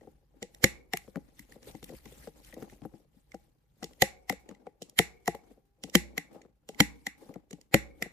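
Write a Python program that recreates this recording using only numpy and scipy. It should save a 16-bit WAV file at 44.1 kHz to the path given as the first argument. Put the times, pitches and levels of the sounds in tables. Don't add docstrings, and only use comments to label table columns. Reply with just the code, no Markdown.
import sys
import numpy as np
from scipy import signal
from scipy.fft import rfft, irfft
from scipy.io import wavfile
from scipy.ndimage import uniform_filter1d

SR = 44100
rng = np.random.default_rng(int(sys.argv[2]) if len(sys.argv) > 2 else 0)


def inscribe(sig):
    pcm = np.round(np.clip(np.atleast_2d(sig).T, -1, 1) * 32767)
    wavfile.write(sys.argv[1], SR, pcm.astype(np.int16))


def field_ratio(decibels):
    return 10 ** (np.asarray(decibels, dtype=float) / 20)


N = 358091
LEAD = 1300

# (frequency [Hz], level [dB], decay by 60 dB [s])
STEEL = [(2950, -3, 0.0067), (3314, -3.5, 0.0088), (4110, 0, 0.0032), (5446, -1, 0.0061),
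         (5960, -0.5, 0.0042), (6850, -5.5, 0.013), (7810, -2.5, 0.0045)]
TOP = [(10070, -1.5, 0.0031), (11360, -2, 0.0094), (13600, 0, 0.0014)]
SHELL = [(1827, -19, 0.025), (2004, 7, 0.011), (2150, -1.5, 0.0027)]
SPRING = [(1100, -9.5, 0.28), (1830, -10.5, .35), (2100, 0, 0.24), (2200, -2, .45), (2325, -9, 0.48),
          (2750, -10, 0.21), (4300, -12.5, .25)]
UPPER = [(756, -6.5, 0.029), (791, -2, 0.013), (1170, -5, 0.0036), (1450, -6.5, 0.0018)]
MIDDLE = [(430, -7, 0.064), (510.5, 2, 0.05), (547, 6.5, 0.014)]
BOOM = [(148, -9.5, 0.062), (192.6, 2, 0.07), (237, 9.5, 0.022), (325, 1.5, 0.087)]
SHAKE = [(64, -4, 0.57), (75, -12, 0.05)]
SHEET = [(824, 4.5, 0.23), (797, -2, 0.23)]

# (time [s], steel peak [dB], shell re steel [dB], left-right [dB])
TOUCHES = [
    (0.4256, -31.5, -15, -0.5),
    (3.8292, -35, -15, -2),
    (3.8413, -30.5, -23.5, -0.5),
    (4.8199, -33.5, -28.5, -1.5),
    (4.8264, -40, -36, -4),
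    (5.8358, -30, -19.5, -3),
    (6.6882, -33.5, -25.5, -3.5),
    (7.508, -42.5, -16, -3),
    (7.5288, -41, -19, -8),
]
TICKS = [
    (0.5466, -46, -17.5, -4),
    (3.933, -53, -17.5, 7),
    (4.896, -46.5, -28, 0.5),
    (5.8972, -45, -23.5, -6),
    (6.7457, -53, -9.5, -2.5),
    (7.6125, -46.5, -22.5, -5.5),
]
SNAPS = [
    (0.6405, -10.5, -7, -9),
    (4.0203, -11, -9, -3),
    (4.9881, -10.5, -7.5, -3.5),
    (5.9519, -10, -9.5, -5),
    (6.8024, -11, -7, -3.5),
    (7.7412, -13, -4, -3),
]
RELEASES = [
    (0.9342, -24.5, -6.5, 2.5),
    (4.2957, -22, -7.5, 1.5),
    (5.2765, -22.5, -7.5, -3),
    (6.1782, -26, -4.5, 0),
    (7.0666, -28, -3, -1),
    (8.0234, -26, -2, -2),
]
REBOUNDS = [
    (0.9713, -30.5, -9.5, 3),
    (4.324, -42, -9, 4),
    (5.2579, -47, -12.5, 0),
    (5.3492, -44.5, -9.5, 0),
]
# (rows, top end re steel [dB], contact [ms])
PRESS = [(TOUCHES, -18.5, 5), (TICKS, -14.5, 2.4), (SNAPS, -10.5, 4.5), (RELEASES, -11.5, 4.37),
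         (REBOUNDS, -8.5, 3)]
# (time [s], steel peak [dB], shell re steel [dB], top re steel [dB])
SLIDE_RATTLES = [(1.1593, -63, 6, 4), (1.2032, -71, -19, -19), (1.3922, -45.5, -6.5, -3.5),
                 (1.521, -53, -2.5, -9), (1.6282, -48.5, -18, -31), (1.7503, -52.5, -9, -20),
                 (1.8278, -45, -15, -14), (1.841, -44, -18, -2.5), (1.8911, -49.5, -9.5, -11),
                 (2.0542, -49.5, -8, -12), (2.2734, -53, -12, -13), (2.4463, -49.5, -34, -13),
                 (2.5253, -68, 13, -23), (2.5401, -47.5, -10, -7), (2.6284, -65, -4, 4),
                 (2.6968, -54.5, -6, -18), (2.8556, -67, -16, 9.5), (3.344, -48.5, -18, -14)]
STEP_RATTLES = [(0.0094, -69.5, 1, -22), (3.3175, -50, -5.5, -40), (4.4893, -46, -13.5, -19),
                (4.5471, -57, -9.5, -29), (4.6694, -70, 7.5, -28), (6.416, -52, -9.5, -28),
                (7.3393, -53.5, -5.5, -13)]
# (rows, left-right [dB], contact [ms])
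RATTLE = [(SLIDE_RATTLES, 1.5, 6.2), (STEP_RATTLES, 0, 6.9)]

# (time [s], upper modes peak [dB], middle re upper [dB], boom re upper [dB])
SNAP_BLOWS = [
    (0.64, -17.5, -3, -4.5),
    (4.021, -11.5, -12.5, -15.5),
    (4.992, -17, -8, -7.5),
    (5.951, -15, -6.5, 0),
    (6.8022, -13.5, -11.5, -3.5),
    (7.742, -15.5, -4.5, 0),
]
JAW_BLOWS = [(0.423, -38.5, 0, -3), (0.936, -23, -13, -12), (3.826, -30, -12.5, -9.5),
             (3.839, -38.5, -5, -4.5), (4.299, -19, -15.5, -13), (4.325, -39, -2.5, -5), (4.818, -46, 2, 0),
             (5.279, -15, -14, -14), (5.347, -33, -10, -16), (5.839, -40, -1, -1), (6.177, -29, -8.5, -10),
             (6.691, -36.5, -4, -9.5), (7.066, -35, -12.5, -8), (7.509, -59, 9.5, 1), (7.529, -42, -10, 2),
             (8.021, -36, -3, -1.5), (8.06, -47, -2, 1)]
FINGER_TAPS = [(0.073, -47.5, -3.5, -4.5), (1.079, -57, 8, 7.5), (1.158, -31, -7, -2.5),
               (1.17, -54.5, 13, 15.5), (1.393, -71.5, 9, 23), (1.671, -57.5, 11.5, 1),
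               (1.747, -41.5, -11.5, -0.5), (1.828, -56.5, 12, 9), (1.895, -65, 11, -3.5),
               (1.909, -58, -14, 9), (1.936, -57.5, 10, 10), (2.059, -66, 18.5, 19),
               (2.119, -71.5, 18, 10.5), (2.273, -44, 1.5, -3.5), (2.533, -51, 1.5, 0.5),
               (2.579, -60, 9, 1), (2.594, -59, 2, 6), (2.625, -41, 2, -0.5), (2.726, -53.5, 2, 2),
               (2.819, -55.5, 0.5, 12.5), (2.851, -38.5, -7.5, -1), (2.938, -51.5, -5.5, 5.5),
               (3.162, -77, -13, 19.5), (3.343, -33, -8.5, -9.5), (4.512, -55, 6, 6),
               (4.668, -35, -8, -17.5), (6.45, -53, -3.5, -7.5), (7.292, -43.5, -8.5, -1.5),
               (7.358, -43, -1.5, 2.5)]
# (rows, contact [ms], extra contact per dB of boom [ms/dB])
BLOW = [(SNAP_BLOWS, 2.7, -0.2), (JAW_BLOWS, 2.1, 0.023), (FINGER_TAPS, 1.83, 0.069)]

# (start [s], hold [s], paper
# hiss [dB], board murmur [dB])
RUB_STROKES = [(0.0, 0.11, -80, -63.5), (0.365, 0.15, -95, -66), (0.538, .1, -75, -67.5),
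               (.68, 0.079, -75.5, -74), (.98, 0.11, -70, -76), (1.155, 0.14, -77.5, -68),
               (1.392, 0.007, -63, -59), (1.515, 0.019, -65.5, -54), (1.682, 0.007, -54.5, -47.5),
               (1.744, 0.019, -63.5, -58.5), (1.85, .06, -62.5, -61), (1.9, .021, -69, -52.5),
               (1.952, 0.018, -59, -68), (2.064, 0.2, -60.5, -58.5), (2.285, 0.0091, -71, -58.5),
               (2.37, 0.024, -66, -60), (2.468, 0.017, -58, -61.5), (2.608, 0.012, -61.5, -45.5),
               (2.715, .015, -62.5, -57.5), (2.836, 0.017, -74, -54), (2.952, 0.021, -74, -60.5),
               (3.174, 0.026, -78.5, -75), (3.315, 0.13, -78, -76),
               (3.81, .19, -74, -65.5), (4.048, 0.29, -85.5, -83), (4.491, .03, -98, -52),
                (4.58, .1, -112, -63), (4.861, .03, -84.5, -61.5), (4.95, 0.37, -82, -81.5),
                (5.45, .04, -77, -62), (5.509, 0.0079, -73, -59), (5.88, 0.016, -72, -55.5),
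                (5.95, 0.31, -81.5, -61.5), (6.33, 0.029, -85, -48.5), (6.43, 0.025, -94, -63.5),
                (6.73, 0.028, -75, -55.5), (6.8, 0.27, -74.5, -77.5), (7.22, 0.076, -68.5, -52),
                (7.35, 0.007, -84, -56), (7.551, 0.067, -83.5, -67.5), (7.8, 0.11, -84.5, -85.5),
                (8.0, 0.033, -73, -55.5), (8.08, 0.011, -88, -71)]
# (frequency [Hz], level per Hz [dB])
HISS = [(530, -40.5), (900, -7.5), (1030, -12.5), (1680, -8), (1930, -4.5), (2640, -8), (14600, -10),
        (15600, -66.5)]
RUMBLE = [(8.8, -42.5), (15, -8), (54, 5), (86, -14.5), (151, -6), (185, -18.5), (260, -56), (440, -120)]
# (time [s], level [dB])
HAND = [(0.0, -67.5), (4.23, -69), (4.41, -71), (7.01, -76.5), (7.24, -81.5), (8.12, -66.5)]
# (frequency [Hz], left-right likeness [0-1])
SAME = [(60, 1), (240, 0.3), (950, 0.11), (3770, 0.035), (15000, 0.09)]

# (frequency [Hz], decay by 60 dB [s])
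ROOM = [(100, 0.35), (260, 0.88), (700, 0.66), (1840, 0.21), (4850, 0.26), (12800, 0.17)]
# (frequency [Hz], level per Hz [dB])
FLOOR = [(59, -31.5), (100, 4), (578, -21), (1240, -23.5), (7160, -39), (8300, -47), (14100, -32),
         (15600, -56)]
# (frequency [Hz], level [dB])
WHINE = [(399, -4), (798, -5)]
# (time [s], level [dB])
WHINE_DB = [(0, -105.), (3.9, -105.), (4.3, -88), (5.6, -77.5), (6.0, -82.5), (6.55, -87), (7.0, -94),
            (8.12, -99)]


def stapler():
    rows = contacts()
    out, trains = np.zeros((2, N + LEAD)), np.zeros((3, N))
    rain = rng.standard_normal((len(rows), 2, 1700))
    detune = rng.uniform(0.94, 1.05, (len(rows), 7))
    for (s, db, shell_db, top_db, pan_db, ms), r, d in zip(rows, rain, detune):
        steel = ring(contact(ms, r, same=0.5, power=1, scrape_db=-24.5), STEEL, d, lead_us=165)
        top = ring(contact(0.86 * ms, r, same=0.98, power=2, scrape_db=-25.5), TOP, d, lead_us=140)
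        shell_force = contact(ms, r, same=0.52, power=2, scrape_db=-31)
        shell = ring(shell_force, SHELL, 1 + 0.82 * (d - 1), lead_us=30, size=4096)
        add(out, s, field_ratio(db - 0.5) * sides(pan_db) * steel)
        add(out, s, field_ratio(db + top_db + 6.5) * sides(0.65 * pan_db) * top)
        add(out, s, field_ratio(db + shell_db + 9) * sides(pan_db) * shell)
        trains[:, round(s * SR)] = field_ratio(db + np.array([0, top_db + 7, shell_db + 12])) * np.sqrt(ms)
    blunt = [[(hz, db, 0.51 * t60) for hz, db, t60 in body] for body in (STEEL, TOP)]
    around = heard_around(trains, blunt + [SHELL])
    spring = heard_around(trains[2:], [SPRING])
    return out[:, LEAD:], around, spring


def contacts():
    found = []
    for rows, top_db, ms in PRESS:
        found += [(s, db, shell_db, top_db, pan_db, ms) for s, db, shell_db, pan_db in rows]
    for rows, pan_db, ms in RATTLE:
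        found += [(*row, pan_db, ms) for row in rows]
    return sorted(found)


def contact(ms, rain, same, power, scrape_db):
    t_ms = (np.arange(rain.shape[1]) - LEAD) * 1000 / SR
    u = np.maximum(t_ms, 0) / min(ms, 5)
    chatter = 0.92 * u ** 0.36 * np.exp(-2.4 * u ** 1.6)
    scrape = field_ratio(scrape_db + 1.5 * t_ms) * (t_ms < 0)
    a, b = np.sign(rain) * abs(rain) ** power
    return np.array([a, same * a + np.sqrt(1 - same ** 2) * b]) * (chatter + scrape)


def ring(force, modes, detune, lead_us=0, size=2048):
    hz = np.fft.rfftfreq(size, 1 / SR)
    lead = np.exp(2j * np.pi * hz * np.array([[0], [-1e-6 * lead_us]]))
    out = irfft(rfft(force, size) * response(modes, hz, detune) * lead)
    return out / abs(out.mean(0)).max()


def response(modes, hz, detune=1):
    total = 0
    for k, ((f, db, t60), d) in enumerate(zip(modes, detune * np.ones(7))):
        resonance = 1j * hz / ((f * d) ** 2 - hz ** 2 + 2.2j * hz / t60)
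        total = total + (-1) ** k * field_ratio(db) * resonance
    return total


def heard_around(trains, bodies):
    hz = np.fft.rfftfreq(16384, 1 / SR)
    total = 0
    for train, modes in zip(trains, bodies):
        shape = irfft(response(modes, hz))
        total = total + signal.oaconvolve(train, shape / np.linalg.norm(shape))[:N]
    return total


def board():
    rows = knocks()
    out, trains = np.zeros((2, N + LEAD)), np.zeros((2, N))
    rain = rng.standard_normal((len(rows), 2, 1700))
    detune = rng.uniform(0.84, 1.1, (len(rows), 7))
    for (s, db, middle_db, boom_db, ms), r, d in zip(rows, rain, detune):
        push = contact(ms, r + 0.5, same=0.92, power=2, scrape_db=-27)
        shove = contact(ms, r + 4.4, same=0.89, power=1, scrape_db=-27.5)
        upper = ring(push, UPPER, 1 + 0.5 * (d - 1), lead_us=100, size=4096)
        middle = ring(push, MIDDLE, d, lead_us=25, size=4096)
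        boom = ring(shove, BOOM, d, size=4096)
        sound = field_ratio(-4.5) * upper
        sound += field_ratio(middle_db + 6) * sides(-1.8) * middle
        sound += field_ratio(boom_db + 3) * sides(5.3) * boom
        add(out, s, field_ratio(db) * sides(min(-0.25 * db + 0.5, 7)) * sound)
        trains[:, round(s * SR)] = field_ratio(db + np.array([boom_db + 6, -2.5]))
    shake = heard_around(trains[:1], [SHAKE])
    sheet = heard_around(trains[1:], [SHEET])
    thump = np.array([shake, 2.2 * np.roll(shake, 150)])
    return out[:, LEAD:] + field_ratio(-2.5) * thump + sides(5.4) * sheet


def knocks():
    return sorted((*row, ms + ms_per_db * row[3]) for rows, ms, ms_per_db in BLOW for row in rows)


def handling():
    hiss_gain, murmur_gain = strokes()
    rumble_gain = follow(HAND)
    hiss_gain = hiss_gain + field_ratio(-19) * rumble_gain
    murmur_gain = murmur_gain + field_ratio(-11.5) * rumble_gain
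    hiss = noise(lambda hz: field_ratio(read(HISS, hz)), size=256, patchy_db=3.5, flicker_db=2.46)
    murmur = noise(murmur_colour, size=1024, patchy_db=-2, flicker_db=5)
    rumble = noise(lambda hz: field_ratio(read(RUMBLE, hz)), size=4096, patchy_db=-0.5, flicker_db=-0.7)
    crunch = 0.62 * murmur + 0.54 * grit()
    out = hiss_gain * sides(1.8) * hiss
    out += murmur_gain * sides(4.1) * crunch
    return out + (rumble_gain + 1.1 * hiss_gain) * sides(0.3) * rumble


def strokes():
    rise_db_s, fall_db_s = 262.5, 211
    t, gains = np.arange(0, N + 64, 64) / SR, 0
    for s, hold, hiss_db, murmur_db in RUB_STROKES:
        under_db = rise_db_s * np.maximum(s - t, 0) + fall_db_s * np.maximum(t - s - hold, 0)
        gains = np.maximum(gains, field_ratio(np.array([[hiss_db], [murmur_db]]) - under_db))
    return [np.interp(np.arange(N) / SR, t, g) for g in gains]


def murmur_colour(hz):
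    modes = abs(response(BOOM, hz))
    for body, db in [(MIDDLE, -5.5), (UPPER, -5.5), (SHEET, -21)]:
        modes = modes + field_ratio(db) * abs(response(body, hz))
    return modes * hz / (hz + 150)


def grit():
    luck = rng.random((2, N))
    ticks = luck[0] < 450 / SR
    sizes = (-np.log(luck[1] + 1e-9)) ** 2.4
    slips = uniform_filter1d(ticks * sizes, size=28)
    return evened(heard_around([slips, 1.5 * slips, 0.19 * slips], [BOOM, MIDDLE, UPPER]))


def noise(gain, size, patchy_db, flicker_db):
    hz = np.fft.rfftfreq(size, 1 / SR)
    a, b, c, d, patches = rng.standard_normal((4 * N // size + 5, len(hz), 5)).T
    flicker = patches[0]
    patches = uniform_filter1d(patches, size=6, axis=0)
    patches = evened(uniform_filter1d(patches, size=10, axis=1))
    same = read(SAME, hz)[:, None]
    left, other = a + 1j * b, c + 1j * d
    z = np.array([left, same * left + np.sqrt(1 - same ** 2) * other])
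    z *= gain(hz)[:, None] * field_ratio(patchy_db * patches + flicker_db * flicker)
    return evened(signal.istft(z, nperseg=size, noverlap=3 * size // 4)[1][:, :N])


def evened(x):
    return x / np.sqrt(np.mean(x ** 2) + 1e-20)


def read(points, hz):
    f, value = np.transpose(points)
    return np.interp(np.log(hz + 1), np.log(f + 1), value)


def follow(rows):
    s, db = np.transpose(rows)
    return field_ratio(np.interp(np.arange(N) / SR, s, db))


def sides(pan_db):
    return field_ratio(np.array([[0.5], [-0.5]]) * pan_db)


def add(mix, s, sound):
    part = mix[:, round(s * SR):][:, :sound.shape[1]]
    part += sound[:, :part.shape[1]]


def room(x):
    taps = np.zeros((2, SR // 2))
    grid = np.arange(200, SR // 2 - 12, 12)
    at = grid + rng.integers(0, 12, (2, len(grid)))
    np.put_along_axis(taps, at, rng.choice([-1., 1.], at.shape), 1)
    hz, t, z = signal.stft(taps, SR, nperseg=256)
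    decay = field_ratio(-60 * t / read(ROOM, hz)[:, None])
    tail = signal.istft(z * decay, SR, nperseg=256)[1]
    return signal.fftconvolve(x, tail / np.linalg.norm(tail[0]), axes=1)[:, :N]


def background():
    waver, flutter = (evened(uniform_filter1d(v, size=4000)) for v in rng.standard_normal((2, N)))
    turns = np.cumsum(1 + 0.0028 * waver) / SR
    whine = sum(field_ratio(db) * np.sin(2 * np.pi * hz * turns) for hz, db in WHINE)
    air = noise(lambda hz: field_ratio(read(FLOOR, hz)), size=1024, patchy_db=1.5, flicker_db=-3.5)
    return field_ratio(-76.5) * air + follow(WHINE_DB) * field_ratio(3 * flutter) * whine


def scene():
    clicks, around, spring = stapler()
    blows = board()
    buzz = evened(uniform_filter1d(rng.standard_normal((2, N)), size=500, axis=1))
    singing = field_ratio(-14) * sides(-1.5) * spring * (0.29 + buzz)
    tail = room(field_ratio(-5) * around + field_ratio(-28.5) * blows)
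    return clicks + singing + blows + tail + handling() + background()


def top_cut(x):
    return signal.sosfilt(signal.butter(12, 15800, fs=SR, output="sos"), x)


def record(dry):
    thin = signal.sosfilt(signal.butter(2, 42, "high", fs=SR, output="sos"), dry)
    soft = np.tanh(thin / 1.062) * 1.066
    edge = signal.firwin(301, 15000, window=("kaiser", 9), fs=SR)
    finished = signal.oaconvolve(soft, edge[None], "same")
    return top_cut(finished)


dry = scene()
out = record(dry)
inscribe(out)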